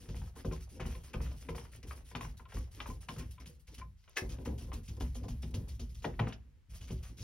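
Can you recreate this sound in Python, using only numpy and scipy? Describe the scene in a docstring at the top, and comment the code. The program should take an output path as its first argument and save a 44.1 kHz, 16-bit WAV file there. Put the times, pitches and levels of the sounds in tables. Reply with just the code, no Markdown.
"""A small foam roller runs in quick strokes over a wet, hollow panel door in a small room, heard in stereo.
From the first moment wet paint fizzes off the nap, the door rumbles under the pressure, the roller knocks
over the mouldings and its wire frame pings. From two seconds in, a leaf mode hums under some pushes.
Past four seconds the plastic end of the sleeve clacks on the door and bounces; past six, three hollow raps
come from a panel corner. Noise bands make fizz, rumble and knocks; decaying sines make what rings."""
import sys
import numpy as np
from scipy import signal
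from scipy.fft import rfft, irfft, next_fast_len
from scipy.io import wavfile
from scipy.ndimage import uniform_filter1d, map_coordinates

SR = 44100
rng = np.random.default_rng(int(sys.argv[2]) if len(sys.argv) > 2 else 0)


def to_wav(sig):
    """Store sig (one row per channel, or 1-D mono) as 16-bit WAV at the path in sys.argv[1].

    Samples outside -1..1 are clipped; the rate is SR.
    """
    pcm = np.clip(np.atleast_2d(sig), -1, 1) * 32767
    pcm = np.round(pcm).astype(np.int16)
    wavfile.write(sys.argv[1], SR, pcm.T)  # frames by channels


N = 318843

# Modes of the whole door leaf. Each row: frequency in Hz, relative level in dB, t60 in seconds.
LEAF_MODES = [(114.3, -0.5, 0.34), (147.2, -6, 0.35), (160.45, 0, 0.25), (212.3, -4.5, 0.22),
              (243.6, -8, 0.14)]
# Modes of the door's thin skin. Each row: frequency in Hz, relative level in dB, t60 in seconds.
SKIN_MODES = [(283.5, -5, 0.18), (342, -6, 0.2), (374, 0.5, 0.2), (455.5, 1, 0.13), (479.6, 3.5, 0.073),
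              (521, 3, 0.079), (610.3, -9.5, 0.12), (773, -10.5, 0.078), (902, -20, 0.094),
              (1030, -8, 0.11), (1130, -24, .07), (1370, -14, .06)]


def amp(db):
    """Decibels to gain."""
    return 10 ** (np.asarray(db) / 20)


def unit(x):
    """x scaled to an rms of 1."""
    return x / np.sqrt(np.mean(x ** 2) + 1e-20)


def along(points, hz):
    """Reads a curve of (Hz, value) points on a log frequency axis."""
    f, v = np.transpose(points)
    return np.interp(np.log(hz + 1), np.log(f + 1), v)


def wobble(rate):
    """A smooth random curve through rate knots a second."""
    knots = rng.standard_normal(int(N * rate / SR) + 4)
    return map_coordinates(knots, [np.arange(N) * rate / SR])


def filtered(x, response):
    """x times a complex response of frequency."""
    m = next_fast_len(N + SR // 2)
    return irfft(rfft(x, m) * response(np.fft.rfftfreq(m, 1 / SR)), m)[..., :N]


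def coloured(x, curve):
    """x with its spectrum shaped by a curve of (Hz, dB) points."""
    return filtered(x, lambda hz: amp(along(curve, hz)))


def noise(spectrum, spiky_db=0):
    """Coloured noise of rms 1; spiky_db spreads the sizes of its grains."""
    grains = rng.standard_normal(N) * amp(spiky_db * rng.exponential(size=N))
    return unit(coloured(grains, spectrum))


def patchy(spectrum, spiky_db, patchy_db):
    """Grainy noise whose colour drifts at random over time and frequency."""
    z = signal.stft(noise(spectrum, spiky_db), nperseg=256)[2]
    field = uniform_filter1d(rng.standard_normal(z.shape), size=4, axis=0)
    field = uniform_filter1d(field, size=8, axis=1)
    return unit(signal.istft(z * amp(patchy_db * unit(field)), nperseg=256)[1][:N])


def sparse(rate, spread_db):
    """Clicks at random moments, rate a second on average, of random size and sign."""
    when, size, sign = rng.random((3, N))
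    return (when < rate / SR) * amp(-spread_db * np.log(size + 0.0035)) * np.sign(sign - .5)


def bursts(times, levels_db, t60, rise):
    """An envelope that rises quickly at each time and dies away; overlaps add in power."""
    env, t = np.zeros(N + SR), np.arange(SR // 2) / SR
    for s, db in zip(times, levels_db):
        env[round(s * SR):][:len(t)] += amp(2 * (db - 60 * t / t60)) * (1 - np.exp(-t / rise)) ** 2
    return np.sqrt(env[:N])


def spells(start, length, level_db, fall_db, rise, t60):
    """An envelope that rises at each start, sinks steadily for its length and then dies away."""
    env, t = np.zeros(N + SR), np.arange(SR * 3 // 4) / SR
    holds, rises = np.maximum(length, .01), rise + 0 * start
    for s, hold, db, fall, swell in zip(start, holds, level_db, fall_db, rises):
        shape_db = db - fall * np.minimum(t / hold, 1) - 60 * np.maximum(t - hold, 0) / t60
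        env[round(s * SR):][:len(t)] += amp(2 * shape_db) * (1 - np.exp(-t / swell)) ** 2
    return np.sqrt(env[:N])


def ringing(times, levels_db, modes, scatter_db, rise=0.00084):
    """Every blow rings the same decaying modes at new random strengths and signs."""
    out, t = np.zeros(N + SR), np.arange(SR // 2) / SR
    hz, mode_db, t60 = np.transpose(modes)[:, :, None]
    shapes = amp(mode_db - 60 * t / t60) * np.sin(2 * np.pi * hz * t) * (1 - np.exp(-t / rise))
    chance = rng.standard_normal((len(times), 2, len(modes)))
    for s, db, (size, sign) in zip(times, levels_db, chance):
        out[round(s * SR):][:len(t)] += (amp(db + scatter_db * size) * np.sign(sign)) @ shapes
    return out[:N]


def still_air():
    """The still room: steady noise, partly common to both ports and partly separate in each."""
    # Each row: frequency in Hz, relative level in dB per Hz.
    air = [(15, -48.5), (25, 2), (79, 3), (130, -10), (363, -33), (515, -35), (691, -36), (927, -32),
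           (2000, -31), (15000, -48.5)]
    common, separate = noise(air), np.array([noise(air), noise(air)])
    return amp(-60.5) * (0.28 * common + 0.5 * separate)


def room(x):
    """The walls answer with noise tails whose frequencies die at their own speeds and differ by port."""
    # Each row: frequency in Hz, t60 in seconds.
    wall_decay = [(100, 0.8), (500, 0.14), (2000, 0.19), (8000, 0.025)]
    # Room against direct sound. Each row: frequency in Hz, gain in dB.
    wet_curve = [(40, -39), (120, -25), (300, -12.5), (600, 0), (1800, -7.5), (3000, -8), (6000, -9.5),
                 (15000, -79)]
    step, out = SR // 3, np.zeros((2, N + 2 * SR))
    for start in range(0, N, step):  # a fresh tail for each third of a second
        hz, t, z = signal.stft(rng.standard_normal((2, SR // 2)), SR, nperseg=256)
        fall = amp(-60 * t / along(wall_decay, hz)[:, None])
        fall = fall / np.linalg.norm(fall, axis=1, keepdims=True)
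        tail = signal.istft(z * fall, SR, nperseg=256)[1]
        tail = tail / np.linalg.norm(tail[0])
        answer = signal.fftconvolve(x[None, start:start + step], tail, axes=1)
        out[:, start + SR // 150:][:, :answer.shape[1]] += answer
    return coloured(out[:, :N], wet_curve)


def frame():
    """A jolt rings the loose wire frame; the axle squeaks roughly on its lowest mode, then lets go."""
    # Each row: start in seconds, nominal level in dB, pitch in Hz, squeak length in seconds.
    jolts = [(0.364, -49, 1070, .006), (0.519, -45, 1035, 0.018), (0.854, -62, 1030, .006),
             (0.946, -46, 1065, .008), (1.075, -58, 1025, .02), (1.21, -47, 1007, 0.0098),
             (1.314, -49, 1010, .008), (1.5516, -59, 1080, .006), (1.905, -45, 1050, 0.0086),
             (2.1131, -49, 975, .008), (2.2467, -49, 1000, 0.0095), (2.397, -47.5, 1038, 0.011),
             (2.454, -46.5, 1034, 0.011), (2.57, -48, 1050, .008), (2.79, -49, 1080, .006),
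             (2.8582, -50, 1050, .006), (2.899, -38, 1026, 0.013), (3.091, -39, 1050, .008),
             (3.207, -43, 1060, 0.007), (3.378, -47, 1019, 0.017), (3.813, -35, 1031, 0.017),
             (4.085, -54, 1042, .005), (4.717, -44, 1034, 0.0095)]
    # Row 0 gives the squeak its decay. Each row: multiple of the pitch, relative level in dB, t60 in seconds.
    wire_modes = [(1, 0, .11), (1.35, -9, .03), (1.87, -13, .03), (2.25, -12, .035)]
    squeak_in_s, squeak_drop_db, waver_hz, rough_db = .004, 8, 15, 2.8
    out, t = np.zeros(N + SR), np.arange(SR // 4) / SR
    waver = np.pad(np.cumsum(waver_hz * wobble(80)) / SR, (0, SR), "edge")  # in turns
    rough = np.pad(rough_db * wobble(90), (0, SR), "edge")
    for s, db, hz, length in jolts:
        at = slice(round(s * SR), round(s * SR) + len(t))
        after = np.maximum(t - length, 0)
        shape_db = -60 * after / wire_modes[0][2] - squeak_drop_db * (1 - np.exp(-after / .003))
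        level = amp(db - 8 + shape_db + rough[at]) * (1 - np.exp(-t / squeak_in_s))
        out[at] += level * np.sin(2 * np.pi * (hz * t + waver[at]))
    upper = [ringing([s], [db], np.multiply(wire_modes[1:], [hz, 1, 1]), scatter_db=2.5, rise=.003)
             for s, db, hz, length in jolts]
    return out[:N] + np.sum(upper, axis=0)


def raps():
    """A hard edge raps inside a panel corner: a very short crack whose quick repeats sound hollow."""
    # Each row: start in seconds, level in dB before colouring.
    rap_times = [(6.0446, -27.5), (6.193, -30), (6.27, -44)]
    # Each row: frequency in Hz, gain in dB.
    rap_colour = [(300, -20), (550, -3), (900, 1), (1500, 0), (2000, 1), (3000, -5), (4000, -11),
                  (6000, -35)]
    flutter_s, flutter_step_db = .00208, 4
    out, t = np.zeros(N + SR), np.arange(SR // 200) / SR
    for (s, db), crack in zip(rap_times, rng.standard_normal((len(rap_times), len(t)))):
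        crack = unit(crack * amp(-60 * t / .004))
        for k in range(5):  # the second crack is the loudest
            level = amp(db - flutter_step_db * abs(k - 1))
            out[round((s + k * flutter_s) * SR):][:len(t)] += level * crack
    return coloured(out[:N], rap_colour)


def clack():
    """The sleeve's plastic end lands hard on the door and bounces, ringing its own modes."""
    # Each row: start in seconds, nominal level in dB.
    landings = [(4.1695, -30.5), (4.183, -37.5)]
    # Each row: frequency in Hz, relative level in dB, t60 in seconds.
    cap_modes = [(1124, -13, 0.062), (1285, -12, 0.056), (1630, -2, .03), (1670, -6, 0.025),
                 (1790, 1, 0.034), (1870, -6, .02), (2034, 3.5, 0.022), (2120, 0.5, .025), (2240, -3, .03),
                 (2400, -17, .02), (2574, -2.5, 0.04), (5450, -17, .09)]
    return ringing(*np.transpose(landings), cap_modes, scatter_db=1.5)


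def hum():
    """One leaf mode hums, slightly unsteady, while the nap drags over the foot of the panel."""
    # Each row: start in seconds, length in seconds, level in dB, fall over the length in dB.
    drags = [(2.152, 0.049, -52.5, -1), (4.45, 0.042, -44, 8), (4.603, 0.073, -56, 6),
             (4.742, 0.064, -49, 7.5), (5.018, 0.03, -50, -2), (5.16, 0.09, -48.5, 7.5),
             (5.28, 0.079, -49, 6), (5.432, 0.063, -56, 3), (5.538, 0.062, -49.5, 1),
             (5.782, 0.069, -52.5, 0), (6.908, 0.049, -58, 6)]
    hum_hz, waver_hz, in_s, t60_s = 241, 5.43, 0.013, 0.18
    turns = np.cumsum(hum_hz + waver_hz * wobble(25)) / SR
    tone = unit(amp(1.9 * wobble(30)) * np.sin(2 * np.pi * turns))
    return spells(*np.transpose(drags), in_s, t60_s) * tone


def lumps():
    """Unevenness of the nap gives small jolts that ring the resonances of leaf and skin."""
    # How strongly the jolts stir the modes. 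Each row: frequency in Hz, gain in dB.
    jogged = [(100, -7), (170, 0.5), (245, 4), (330, -6), (500, -10), (650, -13), (1300, -35)]
    # each mode's centre in Hz, bandwidth in Hz from its t60, and level in dB
    resonances = [(hz, np.log(1000) / np.pi / t60, db + along(jogged, hz))
                  for hz, db, t60 in LEAF_MODES + SKIN_MODES]

    def modes(f):
        """Resonant bands summed with alternating signs."""
        return sum((-1) ** k * amp(db) * 1j * f * w / (c * c - f * f + 1j * f * w)
                   for k, (c, w, db) in enumerate(resonances))

    return unit(filtered(sparse(70, spread_db=4), modes))


def rolling():
    """The hand leans on the door: its lowest modes shudder with each push and the thin panel drones."""
    # Each row: start in seconds, length in seconds, rumble level in dB, its fall over the push in dB,
    # panel drone level in dB, its fall in dB.
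    pushes = [(0, 0.065, -46, 13, -61.5, -1.5), (0.079, 0.16, -43, -4, -59.5, 3.5),
              (0.367, 0.049, -55, -3, -62.5, -1), (0.447, 0.2, -33, 13.5, -43.5, 29.5),
              (0.712, 0.1, -55.5, -8, -62.5, -4), (0.823, 0.11, -37, 3, -50, 8),
              (1.035, 0.076, -45, 19, -66, -6), (1.154, 0.16, -35, 5, -53.5, 2.5),
              (1.399, 0.09, -46.5, 8, -71, -15), (1.488, 0.042, -46.5, -7, -52, 6.5),
              (1.614, 0.087, -49, 6, -61, 9), (1.708, 0.08, -54.5, -1, -72, -11.5),
              (1.833, 0.08, -45, -0.5, -55, 5.5), (1.963, 0.16, -51, 5.5, -59, 21),
              (2.146, 0.16, -49, -5.5, -50, 13.5), (2.398, 0.094, -51, 5, -63.5, 18),
              (2.541, 0.081, -34.5, 6, -49, 11), (2.737, 0.13, -54.5, -9, -61.5, -3.5),
              (2.886, 0.14, -37, 13.5, -44.5, 36), (3.076, 0.051, -55.5, -8, -59, -1),
              (3.185, 0.12, -41.5, 3.5, -41.5, 30), (3.393, 0.21, -49, 9, -62, 13),
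              (3.679, 0.052, -47, 7.5, -75, -12), (3.772, 0.12, -44.5, 5.5, -55.5, 20),
              (4.214, 0.13, -38, 3, -44, 12), (4.382, 0.054, -36.5, 8, -45.5, 10),
              (4.472, 0.084, -34.5, 5, -37.5, 12), (4.603, 0.1, -49, -8, -53, 13),
              (4.722, 0.066, -42.5, -1.5, -50, 4.5), (4.882, 0.087, -41.5, 0, -61, 0),
              (5.004, 0.15, -33, 8.5, -48, 21), (5.158, 0.094, -46.5, -6, -59, -7.5),
              (5.302, 0.11, -37.5, 3.5, -58, 12), (5.436, 0.13, -40.5, 6, -58, -3),
              (5.536, 0.099, -32, 7.5, -52, -1), (5.701, 0.02, -38, -0.5, -62, 2),
              (5.8, 0.12, -38.5, 7, -52, 21), (5.937, 0.047, -52.5, -9, -74, -3),
              (6.058, 0.12, -46, -3.5, -39.5, 30), (6.181, 0.093, -39, 7, -47.5, -2),
              (6.322, 0.29, -49.5, 15.5, -71.5, 13), (6.683, 0.061, -50.5, -6, -77.5, -2),
              (6.794, 0.078, -42, 8.5, -72.5, -13), (6.892, 0.17, -34.5, 12.5, -48.5, 27),
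              (7.088, 0.055, -44.5, 6, -64, -6), (7.181, 0.07, -46.5, -8.5, -61, -7)]
    # Each row: frequency in Hz, relative level in dB per Hz.
    rumble_colour = [(20, -29.5), (34, -9), (44, 3.5), (54, 5), (66, 8.5), (78, -4), (105, -1), (130, -12),
                     (160, -10.5), (200, -18.5), (300, -52)]
    # Each row: frequency in Hz, relative level in dB per Hz.
    drone_colour = [(65, -19), (110, -10), (193, -23), (242, 0.5), (314, -8.5), (428, -13), (493, -19),
                    (659, -32), (728, -27), (1040, -29.5), (1200, -54), (1560, -84), (2640, -120)]
    rumble_in_s, rumble_t60_s = 0.011, 0.46
    drone_in_s, drone_t60_s = 0.004, 0.21  # the thin panel answers sooner
    s, length, rumble_db, rumble_fall, drone_db, drone_fall = np.transpose(pushes)
    shudder = noise(rumble_colour)
    power = np.abs(uniform_filter1d(shudder ** 2, size=SR // 20))
    shudder = unit(shudder / np.sqrt(power + 0.68))  # evens out the swells
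    rumble = spells(s, length, rumble_db, rumble_fall, rumble_in_s, rumble_t60_s) * shudder
    drone = amp(-1.5 + 3.0 * wobble(30)) * noise(drone_colour) + amp(-5.5) * lumps()
    return rumble + spells(s, length, drone_db, drone_fall, drone_in_s, drone_t60_s) * drone


def bumps():
    """Mouldings give a knock that dulls as it dies, a dry snap, and the ringing of wood, leaf and skin."""
    # Each row: start in seconds, nominal knock level in dB, thud, skin and snap levels in dB
    # relative to the knock, knock centre in Hz.
    hits = [(.088, -53, 15, 2.5, 0, 990), (0.143, -49.5, 4.5, -7, -6, 820),
            (.215, -51.5, -10, -21, -9, 840), (0.274, -56, -19, -16, -26, 923),
            (0.36, -51.5, -11, -7.5, -17, 825), (.446, -42.5, 5, 2.5, -8.5, 590),
            (.512, -45, 3.5, 0, -14, 980), (.797, -39, -0.5, -8.5, -20, 845),
            (.853, -42, 2.5, -12, -27, 1000), (.95, -49, -4, -7, -26, 2110),
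            (1.139, -37, -3, -6.5, -9.5, 1100), (1.203, -45, 5, -5.5, -24, 1050),
            (1.313, -53.5, 0.5, -20, -4, 626), (1.487, -37.5, -8, -3, -4.5, 930),
            (1.548, -43.5, -5, -7, -14, 1060), (1.58, -43, -9.5, -9, -8, 950),
            (1.65, -53, -27, -12, -26, 1020), (1.909, -41, -34, -21, -19, 1060),
            (2.113, -50.5, -4, -9, -19, 1010), (2.15, -34, -10, -22, -2.5, 950),
            (2.208, -39.5, -7, -34, -8, 1090), (2.247, -44, -3.5, -31, -17, 1020),
            (2.395, -49.5, -19, -18, -17, 960), (2.453, -56, -18, -38, -2, 1060),
            (2.521, -46, -23, -24, -9, 960), (2.569, -45.5, -3, -27, -20, 960),
            (2.802, -37, -31, -33, 1, 1040), (2.858, -40.5, -14, -22, -24, 1010),
            (3.028, -57, -23, -15, -17, 1030), (3.086, -36.5, -9, -23, 0.5, 1030),
            (3.162, -51.5, 10.5, -2.5, -4, 1010), (3.382, -58, -24, -31, -1, 1080),
            (3.457, -58.5, 4, -17, 7.5, 2250), (3.678, -55, -11, -18, -14, 2200),
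            (3.779, -62, -4, -22, 6, 1910), (3.816, -50.5, -31, -24, -24, 1080),
            (4.038, -63.5, -15, -35, -18, 2320), (4.077, -57, -18, -23, -3.5, 1050),
            (4.17, -32, -40, -11.5, -18.5, 1750), (4.384, -54.5, -6, 4, -5, 716),
            (4.457, -43, 0.5, -6.5, -10, 960), (4.581, -60, 3, -4, -2, 2210),
            (4.683, -64.5, 4, 11.5, -16, 918), (4.717, -41.5, -24, -30, -12, 1060),
            (4.877, -62, 14, -23, 8.5, 2270), (4.971, -60, -3, 7.5, -20, 910),
            (5.007, -37.5, -11.5, -15, -6, 596), (5.153, -52.5, -12, -2, -6, 596),
            (5.239, -48.5, -13, 0, -12, 720), (5.283, -45.5, 2, -13, -7, 600),
            (5.43, -47, 6.5, -10, 1, 940), (5.54, -48, 4.5, -0.5, 4, 765), (5.794, -53.5, 3, -3.5, 2, 580),
            (6.021, -63, 7, 0, 4, 2240), (6.048, -30, -9.5, -7, -10.5, 790),
            (6.195, -29, -0.5, -11.5, -5.5, 830), (6.27, -39, 1.5, -10, -20, 925),
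            (6.323, -48, -3, -33, 3.5, 1490), (6.811, -59.5, -15, -14, 5, 2340),
            (6.904, -49.5, 11.5, 2, 0, 644)]
    # Each row: multiple of the knock's centre, relative level in dB.
    knock_colour = [(.3, -27), (.6, -8), (1, 2), (1.5, -6), (2.5, -9), (5, -41.5)]
    # Each row: frequency in Hz, relative level in dB.
    snap_colour = [(1200, -23), (2200, 4), (3000, 9), (4200, -4.5), (5500, -12), (8000, -24), (15000, -67)]
    # The moulding's edge. Each row: frequency in Hz, relative level in dB, t60 in seconds.
    wood_modes = [(2396, 1.5, 0.026), (2930, -14, 0.029), (3176, -5.5, 0.051), (3670, -1, 0.028)]
    knock_t60_s, dull_t60_s, snap_t60_s = 0.052, 0.15, 0.041
    body_in_s = 0.0083  # the door's modes fill in after a blow
    s, db, thud_db, skin_db, snap_db, centre_hz = np.transpose(hits)
    size = SR // 3
    t, hz = np.arange(size) / SR, np.fft.rfftfreq(size, 1 / SR)
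    raw, knock = rfft(rng.standard_normal((len(s), 2, size))), np.zeros(N + SR)
    crack = .8 + 1.3 * amp(-60 * t / 0.035)  # the first contact is harder than what follows
    sharp = crack * amp(-3.5 - 60 * t / knock_t60_s) * (1 - np.exp(-t / 0.002))
    soft = amp(-10.0 - 60 * t / dull_t60_s) * (1 - np.exp(-t / 0.014))

    def band(z, centre):
        """Noise coloured around one centre frequency."""
        return unit(irfft(z * amp(along(np.multiply(knock_colour, [centre, 1]), hz)), size))

    for k in range(len(s)):
        bright = band(raw[k][0], centre_hz[k])
        dull = band(raw[k][1], 0.43 * centre_hz[k])
        knock[round(s[k] * SR):][:size] += amp(db[k]) * (bright * sharp + dull * soft)
    snap = bursts(s, db + snap_db, snap_t60_s, rise=0.0024) * noise(snap_colour, spiky_db=2.0)
    wood = ringing(s, db + snap_db - 11.5, wood_modes, scatter_db=2.5)
    thud = ringing(s, db + thud_db, LEAF_MODES, scatter_db=3.5, rise=body_in_s)
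    skin = ringing(s, db + skin_db, SKIN_MODES, scatter_db=2.5, rise=body_in_s)
    return knock[:N] + snap + wood + thud + skin


def nap():
    """Paint threads snap behind the nap; part of the spray reaches each port on its own."""
    # The nap rolls between two halts. Each row: start in seconds, length in seconds, fizz level in dB,
    # fall over the stroke in dB, sheen and squelch levels in dB relative to the fizz.
    strokes = [(0, 0.12, -65.5, 14, 4, 1.5), (0.085, 0.058, -59.5, 13, -4.5, -14),
               (0.151, 0.042, -60.5, 1.5, 1, -3.5), (0.217, 0.049, -74.5, -12, 4, -7),
               (0.352, 0.045, -66, -1.5, 4, 3), (0.449, 0.061, -58, 23, -3, -8),
               (0.519, 0.049, -57, 8, -2, -0.5), (0.6, 0.03, -66, 1.5, 4.5, -0.5),
               (0.6874, 0.076, -66.5, 1, 3.5, -4), (0.799, 0.036, -50, 20.5, -5, 8),
               (0.857, 0.12, -58.5, 17, 1, 1), (0.95, 0.12, -67.5, 20, 6.5, -7),
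               (1.032, 0.079, -66, 7.5, 3.5, 3), (1.1314, 0.041, -52.5, 21, 0, 4),
               (1.21, 0.12, -59, 11.5, 0.5, 0.5), (1.312, 0.11, -75, -6, 5, 1.5),
               (1.4, 0.084, -66, 11.5, 4, 4), (1.488, 0.056, -58.5, 18, 1, -8),
               (1.549, 0.099, -61, 11.5, 1.5, 3.5), (1.64, 0.068, -66, 14, 3, -2),
               (1.714, 0.056, -66, 5, 3.5, 1), (1.828, 0.02, -55.5, 14.5, -1, 0),
               (1.868, 0.062, -62.5, 5, 4.5, -2), (1.95, 0.039, -64.5, 7.5, 4, 0),
               (2.043, 0.07, -68.5, 1.5, 4.5, -2.5), (2.152, 0.063, -51.5, 21, -4, 1.5),
               (2.205, 0.11, -57, 19, 3, 2), (2.3686, 0.049, -64.5, 12.5, 4.5, -6),
               (2.48, 0.061, -69, 1, 1, 3), (2.537, 0.13, -56, 23.5, 1, -1.5),
               (2.709, 0.11, -66, 1.5, 4, -4), (2.8031, 0.09, -60.5, 14, -18, -5),
               (2.8625, 0.11, -57, 21, 3.5, -0.5), (3.0047, 0.048, -65.5, 7.5, 5.5, -3.5),
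               (3.082, 0.27, -63, 18.5, 1.5, -6), (3.181, 0.1, -52, 32.5, 2.5, 1.5),
               (3.307, 0.07, -62.5, 24, 6, -14), (3.3976, 0.043, -59, 17, -3, 2),
               (3.456, 0.082, -60.5, 15.5, 3.5, -8.5), (3.594, 0.049, -68, 24, 9, -24),
               (3.669, 0.073, -63.5, 10, -1, -9), (3.742, 0.016, -52.5, 14, 2.5, -10),
               (3.78, 0.063, -54, 32, -2, -4), (3.962, 0.15, -73.5, 10, -2, -20),
               (4.08, 0.23, -68.5, 31, -8, -2.5), (4.157, 0.011, -57, -3.5, -9, -0.5),
               (4.167, 0.077, -40.5, 26, 2.5, -19), (4.2897, 0.056, -56, 10, -1.5, -0.5),
               (4.384, 0.036, -75, -4.5, 1.5, -1), (4.449, 0.11, -52, 41, -0.5, 1),
               (4.578, 0.12, -57.5, 22.5, 2, -5.5), (4.729, 0.057, -55, 19, 2.5, 0.5),
               (4.83, 0.034, -64.5, 8, 3, -7), (4.88, 0.065, -54, 22, -1, -18),
               (4.9665, 0.02, -56.5, 26, -2, -10), (4.999, 0.14, -57.5, 22, 0.5, -4),
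               (5.145, 0.055, -59, 8, 0.5, -5), (5.231, 0.039, -55, 23, -7, -8),
               (5.282, 0.078, -50.5, 34, 0, -13), (5.418, 0.067, -63, 10, 2, -7),
               (5.5075, 0.019, -60, 25, 6, -2), (5.5395, 0.07, -49.5, 31.5, -3, -23),
               (5.6796, 0.091, -57, 22, 2, -28), (5.794, 0.051, -51.5, 18.5, -3, -20),
               (5.89, 0.044, -67, 8.5, 1, -21), (5.9443, 0.06, -57.5, 17, 1, -27),
               (6.018, 0.038, -61.5, -6, -3.5, -6), (6.0473, 0.94, -74, 40, -15, 7),
               (6.1949, 0.11, -67.5, 12.5, -20, 15), (6.2732, 0.015, -65.5, -5, -1, -6),
               (6.326, 0.046, -54, 33, -32, -21), (6.693, 0.07, -69, -6, 3.5, -6),
               (6.807, 0.043, -62.5, 2.5, -1.5, -8), (6.8694, 0.019, -64, -2.5, -1, -1),
               (6.906, 0.11, -57.5, 23, 0, -8), (7.026, 0.12, -60, 18.5, 2, -3),
               (7.168, 0.12, -64, -5, -3.5, -13)]
    # Each row: frequency in Hz, relative level in dB per Hz.
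    fizz_colour = [(1500, -11.5), (3000, 0.5), (4000, -3), (5500, 1), (7000, 0), (8000, -47), (9500, -26)]
    # The top of the fizz. Each row: frequency in Hz, relative level in dB per Hz.
    sheen_colour = [(6500, -46), (8000, 0.5), (10000, -2.5), (12000, -7), (14000, -9), (15500, -6.5)]
    # Each row: frequency in Hz, relative level in dB per Hz.
    squelch_colour = [(200, -23), (400, 4.5), (800, -1.5), (1300, 1.5), (2000, 2), (2800, 0.5),
                      (3600, -8.5), (5500, -32)]
    tear_in_s, halt_t60_s = 0.0043, 0.18  # the nap tears free; it falls silent at a halt
    firm_db, gentle = -64, 1.9  # fainter strokes swell more slowly: dB of rise time per dB of level
    s, length, fizz_db, fall_db, sheen_db, squelch_db = np.transpose(strokes)
    rise = tear_in_s * amp(gentle * np.maximum(firm_db - fizz_db, 0))
    fizz, sheen, squelch = [spells(s, length, fizz_db + db, fall_db, rise, halt_t60_s)
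                            for db in (0, sheen_db, squelch_db)]
    flutter = amp(1.8 * wobble(45) + 1.2 * wobble(14))

    # single threads crack aloud in the fizz
    pops = amp(-3) * unit(coloured(sparse(500, spread_db=3), fizz_colour))
    fizzing = fizz * (patchy(fizz_colour, spiky_db=1.5, patchy_db=3.5) + pops)
    shining = sheen * patchy(sheen_colour, spiky_db=2.5, patchy_db=3.0)

    # bigger blisters of paint burst in the squelch
    smacks = unit(coloured(sparse(120, spread_db=3), squelch_colour))
    wet = patchy(squelch_colour, spiky_db=2.2, patchy_db=3) + smacks
    near = flutter * (fizzing + shining) + squelch * amp(-3.5 + 2.0 * wobble(35)) * wet

    spray = np.array([fizz * noise(fizz_colour) + amp(-4) * sheen * noise(sheen_colour) for port in "LR"])
    return near, amp(-4.5) * flutter * spray


def ports(x):
    """Direct sound reaches two ports with a phase lead and a level lean that depend on frequency."""
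    # Each row: frequency in Hz, phase in radians by which the left port leads.
    lead = [(60, 0), (2000, .1), (2700, .9), (5600, 1.2), (7500, 3.1), (9000, 4), (11000, 6.3),
            (14000, 9.4), (16000, 10.6)]
    # Each row: frequency in Hz, left minus right level in dB.
    lean = [(60, 0), (180, 1), (550, 4), (1650, 3.5), (4970, 0.5), (15000, -1)]
    side = np.array([[.5], [-.5]])
    return filtered(x, lambda hz: amp(side * along(lean, hz)) * np.exp(1j * side * along(lead, hz)))


def scene():
    """Direct sound from the door and roller, spray in each port, the walls' answer and still air."""
    near, spray = nap()
    door = near + rolling() + bumps() + clack() + hum()
    ping = frame() + raps()
    walls = room(door + amp(-8) * ping)  # thin wire and short raps stir the room less than the wide door
    return ports(door + ping) + spray + walls + still_air()


def record(dry):
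    """A steep band limit removes everything from 15850 Hz up."""
    return filtered(dry, lambda hz: hz < 15850)


dry = scene()
out = record(dry)
to_wav(out)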